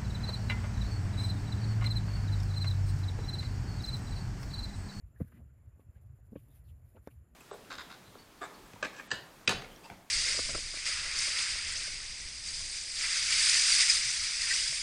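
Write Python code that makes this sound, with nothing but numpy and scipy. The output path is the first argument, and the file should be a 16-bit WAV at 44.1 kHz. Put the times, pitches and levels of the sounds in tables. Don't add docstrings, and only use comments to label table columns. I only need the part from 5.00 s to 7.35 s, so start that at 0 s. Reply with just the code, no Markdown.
import sys
import numpy as np
from scipy import signal
from scipy.fft import rfft, irfft
from scipy.io import wavfile
from scipy.ndimage import uniform_filter1d

SR = 44100
rng = np.random.default_rng(int(sys.argv[2]) if len(sys.argv) > 2 else 0)


def persist_wave(psi):
    counts = np.round(np.clip(psi, -1, 1) * 32767).astype(np.int16)
    wavfile.write(sys.argv[1], SR, np.atleast_2d(counts).T)


def volts_from_db(level):
    exponent = np.asarray(level, float) / 20
    return 10 ** exponent


N = 103635

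# f/Hz, relative level/dB per Hz
AIR_COLOUR = [(100, -16), (160, -0.5), (250, -2.5), (400, -10.5), (630, -12), (830, -18.5), (1600, -20),
              (2600, -27), (3900, -41.5), (6000, -41.5), (8500, -44), (15000, -40)]
# f/Hz, relative level/dB per Hz
RUMBLE_COLOUR = [(15, -20.5), (30, -22.5), (50, -1.5), (70, 2.5), (90, -1.5), (125, -4.5), (150, -13),
                 (185, -29), (300, -73)]
# t/s, level/dB
RUMBLE_LEVEL = [(0, -63), (.025, -59.5), (.06, -46), (.11, -55.5), (.3, -55), (.45, -54), (.6, -59.5),
                (.68, -54.5), (.8, -61), (1.0, -53), (1.28, -53.5), (1.4, -55.5), (1.72, -54.5),
                (1.79, -54.5), (1.88, -54.5), (2.08, -58.5), (2.19, -50), (2.28, -62), (2.35, -54)]
# f/Hz, width/Hz, level/dB, rate/clicks per s, throb/Hz, throb depth/0-1
INSECT_VOICES = [(7290, 200, -91.5, 270, 18, 0.32), (6960, 240, -94.5, 300, 14, 0.2),
                 (10070, 350, -96.5, 320, 6.5, 0.8), (11400, 1500, -97.5, 450, 48, 0.3),
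                 (11100, 250, -99, 700, 13, 0.3)]
# t/s, level/dB
SWISH_LEVEL = [(0, -86), (.1, -87.5), (.13, -91.5), (.22, -71), (.24, -80.5), (.285, -75.5), (.3, -85),
               (.33, -77), (.46, -90), (.78, -90), (.8, -80.5), (.88, -91), (.97, -83), (.99, -96),
               (1.02, -81.5), (1.05, -89), (1.07, -82.5), (1.11, -91.5), (1.2, -84.5), (1.22, -95),
               (1.27, -80.5), (1.3, -90), (1.32, -77.5), (1.335, -80), (1.43, -75.5), (1.45, -79.5),
               (1.54, -74.5), (1.56, -69), (1.62, -84), (1.7, -76.5), (1.715, -82), (1.83, -87),
               (1.88, -78), (2.015, -84), (2.04, -80), (2.09, -81.5), (2.115, -74), (2.14, -81),
               (2.25, -89.5), (2.35, -88)]
# f/Hz, relative level/dB per Hz
SWISH_COLOUR = [(1000, -44), (3000, -10), (6000, -13), (8700, -13.5), (9700, 0.5), (11500, 0.5),
                (14800, -1.5), (15050, -28)]
# start t/s, length/s, level before the swell/dB, centre f/Hz, width of each resonance/Hz
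SCUFF_STROKES = [(.157, .03, -70, 1760, 300), (.196, 0.041, -66.5, 1670, 890), (.198, .03, -65, 1040, 700),
                 (.240, .018, -76, 1900, 910), (0.26, 0.062, -76, 1580, 820),
                 (.317, 0.021, -67.5, 1390, 1300), (0.329, 0.083, -73.5, 1850, 1510),
                 (0.308, 0.16, -59.5, 197, 149), (0.379, 0.06, -71, 550, 350),
                 (0.493, 0.022, -80, 1400, 200), (.797, 0.027, -81.5, 2260, 1500),
                 (.945, 0.025, -78, 1660, 302), (0.949, 0.059, -83, 2200, 1800),
                 (0.954, 0.036, -74, 550, 350), (1.091, 0.016, -79, 1340, 250),
                 (1.186, 0.022, -72, 670, 149), (1.353, 0.021, -67.5, 2450, 700),
                 (1.354, 0.017, -66.5, 1390, 1310), (1.363, 0.028, -76, 3000, 900),
                 (1.385, 0.032, -79.5, 2510, 1200), (1.406, 0.28, -85.5, 1790, 1600),
                 (1.42, .16, -71.5, 260, 200), (1.493, 0.058, -83.5, 3600, 500),
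                 (1.553, 0.039, -82, 2470, 1500), (1.641, 0.037, -88, 4300, 404),
                 (1.675, 0.025, -84, 3700, 500), (1.68, 0.039, -77.5, 2950, 1100),
                 (1.64, 0.09, -92, 4500, 2000), (1.956, 0.025, -73, 2440, 1100),
                 (1.964, 0.034, -70.5, 1380, 302), (1.945, 0.031, -66.5, 567, 90),
                 (1.95, 0.041, -61.5, 290, 59.6), (1.96, .02, -72.5, 836, 149),
                 (2.064, 0.0082, -72, 1950, 1980), (2.072, 0.011, -59.5, 1050, 700),
                 (2.081, 0.015, -66.5, 1574, 500), (2.062, .028, -76.5, 3590, 60),
                 (2.10, 0.032, -75, 2460, 1140)]
# t/s, drive level/dB
STEM_SNAPS = [(2.0736, -50.5), (2.6, -64)]
# f/Hz, width/Hz, gain level/dB
SNAP_RESONANCES = [(1100, 430, 14), (2200, 770, -10), (4900, 740, -3), (7160, 1000, -19),
                   (11000, 1800, -1.5), (13800, 1600, -6)]
# t/s, peak level/dB, contact/ms
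FOOTFALLS = [(.7945, -51.5, 2.85), (.7955, -56.5, 1.14), (.887, -44, 10.6), (.961, -49, 9),
             (1.188, -61, 2.1), (1.3205, -42, 4.26), (1.3255, -46, 3.7), (1.330, -38.5, 3.16),
             (1.334, -45.5, 4), (1.3562, -41, 1.83), (1.3594, -31, 2.5), (1.3622, -52, 1.56),
             (1.3652, -39.5, 3.2), (1.948, -52, 4.4), (1.953, -54.5, 1.7), (1.963, -46.5, 2.17),
             (1.967, -53.5, 1.07), (1.971, -48, 1.85), (1.980, -58, 2), (2.0733, -32.5, 1.98)]
# f/Hz, relative level/dB, t60/s
SOLE_MODES = [(85, 10.5, 0.028), (215, 1.5, 0.028), (290, -3.5, 0.055), (437, 3, 0.02), (550, 3, 0.023),
              (700, 2.5, 0.016), (874, 2, .025), (1106, -3, 0.072), (1480, -30.5, 0.013),
              (2000, -27, 0.029), (2450, -9, 0.039)]
# t/s, peak level/dB, contact/ms
TUB_BLOWS = [(.2028, -39, 2.0), (.2050, -29.5, 2.6), (.2088, -36, 2.6), (.2115, -41, 2.0),
             (.2140, -23.5, 5.4), (.2445, -43, 5.5), (.3225, -60, 1.0)]
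# f/Hz, relative level/dB, t60/s
CRATE_MODES = [(90, -6, 0.14), (143, 4.5, 0.034), (230, 2, 0.029), (318, 5, 0.012), (500, 0.5, 0.03),
               (623, 6, 0.022), (980, -26, 0.033), (1500, -34, .04), (1760, -20, .035), (2050, -33, .035)]


def evened(x):
    return x / np.sqrt(np.mean(x ** 2) + 1e-20)


def curve(points):
    s, db = np.transpose(points)
    return volts_from_db(np.interp(np.arange(N) / SR, s, db))


def colour(x, points):
    f, db = np.transpose(points)
    hz = np.fft.rfftfreq(len(x), 1 / SR)
    level = np.interp(np.log(hz + 1), np.log(f), db, -120, -120)
    return evened(irfft(rfft(x) * volts_from_db(level), len(x)))


def slow(seconds):
    size = max(round(seconds * SR), 2)
    once = uniform_filter1d(rng.standard_normal(N), size)
    return evened(uniform_filter1d(once, size))


def grit(per_s, spread_db, count):
    chance = rng.random(count)
    excess = rng.exponential(1, count)
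    sign = rng.choice([-1., 1.], count)
    return (chance < per_s / SR) * sign * volts_from_db(spread_db * np.minimum(excess, 5))


def resonate(x, hz, width):
    turn = np.exp(2j * np.pi * hz * np.arange(len(x)) / SR)
    r = np.exp(-np.pi * width / SR)
    return 2 * (turn * signal.lfilter([1 - r], [1, -r], x / turn)).real


def add(mix, s, sound):
    part = mix[round(s * SR):][:len(sound)]
    part += sound[:len(part)]


def air():
    level_db, patch_db = -73.5, 1.5
    grid = dict(nperseg=512, noverlap=384)
    z = signal.stft(colour(rng.standard_normal(N), AIR_COLOUR), **grid)[2]
    across_hz = uniform_filter1d(rng.standard_normal(z.shape), 6, 0)
    patches = evened(uniform_filter1d(across_hz, 20, 1))
    return volts_from_db(level_db) * signal.istft(z * volts_from_db(patch_db * patches), **grid)[1][:N]


def rumble():
    lump_db, lump_s = 3, 0.026
    lumpy = rng.standard_normal(N) * volts_from_db(lump_db * slow(lump_s))
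    return evened(colour(lumpy, RUMBLE_COLOUR)) * curve(RUMBLE_LEVEL)


def insects():
    out, t = np.zeros(N), np.arange(N) / SR
    for hz, width, db, per_s, throb_hz, depth in INSECT_VOICES:
        turns = np.cumsum(per_s * (1 + 0.12 * slow(0.0053))) / SR
        clicks = np.diff(np.floor(turns), prepend=0)
        clicks = clicks * (1 + 1.2 * rng.standard_normal(N))
        clicks = clicks + 0.066 * rng.standard_normal(N)
        phase = throb_hz * t + 0.36 * slow(0.38) + rng.random()
        throb = 1 + depth * np.sin(2 * np.pi * phase)
        ringing = resonate(resonate(clicks * throb, hz, width), hz, width * 1.7)
        out += volts_from_db(db) * evened(ringing)
    return out


def swish():
    blades_per_s, spread_db = 14000, 1.5
    blades = colour(grit(blades_per_s, spread_db, count=N), SWISH_COLOUR)
    flutter = volts_from_db(1.8 * slow(.008))
    return blades * curve(SWISH_LEVEL) * flutter


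def scuffs():
    grit_per_s, spread_db = 2400, 2.5
    lean = 0.71
    out = np.zeros(N)
    for s, length, db, hz, width in SCUFF_STROKES:
        u = np.arange(0, length, 1 / SR) / length
        drive = grit(grit_per_s, spread_db, count=14000) + 0.4 * rng.standard_normal(14000)
        dull = signal.butter(2, hz + width, fs=SR, output="sos")
        body = signal.sosfilt(dull, resonate(resonate(drive, hz, width), hz, width))
        body = body[2000:][:len(u)]
        swell = np.sin(np.pi * u[:len(body)] ** lean) ** 1.01
        add(out, s, volts_from_db(db) * evened(body) * swell)
    return out


def snaps():
    spray_t60, crack = 0.013, 1.5
    out, t = np.zeros(N), np.arange(2000) / SR
    for s, db in STEM_SNAPS:
        spray = rng.standard_normal(len(t)) * volts_from_db(db - 60 * t / spray_t60)
        drive = spray - crack * volts_from_db(db) * (t == 0)
        sound = sum(volts_from_db(gain_db) * resonate(drive, hz, width) for hz, width, gain_db in SNAP_RESONANCES)
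        add(out, s, sound)
    return out


def struck(rows, modes):
    t, out = np.arange(SR // 4) / SR, np.zeros(N)
    ring = -sum(volts_from_db(db - 60 * t / t60) * np.sin(2 * np.pi * hz * t) for hz, db, t60 in modes)
    for s, db, ms in rows:
        force = np.sin(np.pi * np.clip(t[:800] * 1000 / ms, 0, 1)) ** 2
        sound = np.convolve(ring, np.diff(force))
        add(out, s, volts_from_db(db) * sound / abs(sound).max())
    return out


def footfalls():
    return struck(FOOTFALLS, SOLE_MODES)


def tub_on_crate():
    return struck(TUB_BLOWS, CRATE_MODES)


def scene():
    background = air() + rumble() + insects()
    steps = swish() + scuffs() + snaps() + footfalls()
    return (background + steps + tub_on_crate())[None]


def roll_off(x):
    return signal.sosfilt(signal.butter(12, 15500, fs=SR, output="sos"), x)


def record(dry):
    low_hz, edge_hz = 44.6, 15000
    low = signal.butter(2, low_hz, "high", fs=SR, output="sos")
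    top = signal.firwin(255, edge_hz, fs=SR)[None]
    mix = signal.oaconvolve(signal.sosfilt(low, dry), top, "same")
    return roll_off(mix)


dry = scene()
out = record(dry)
persist_wave(out)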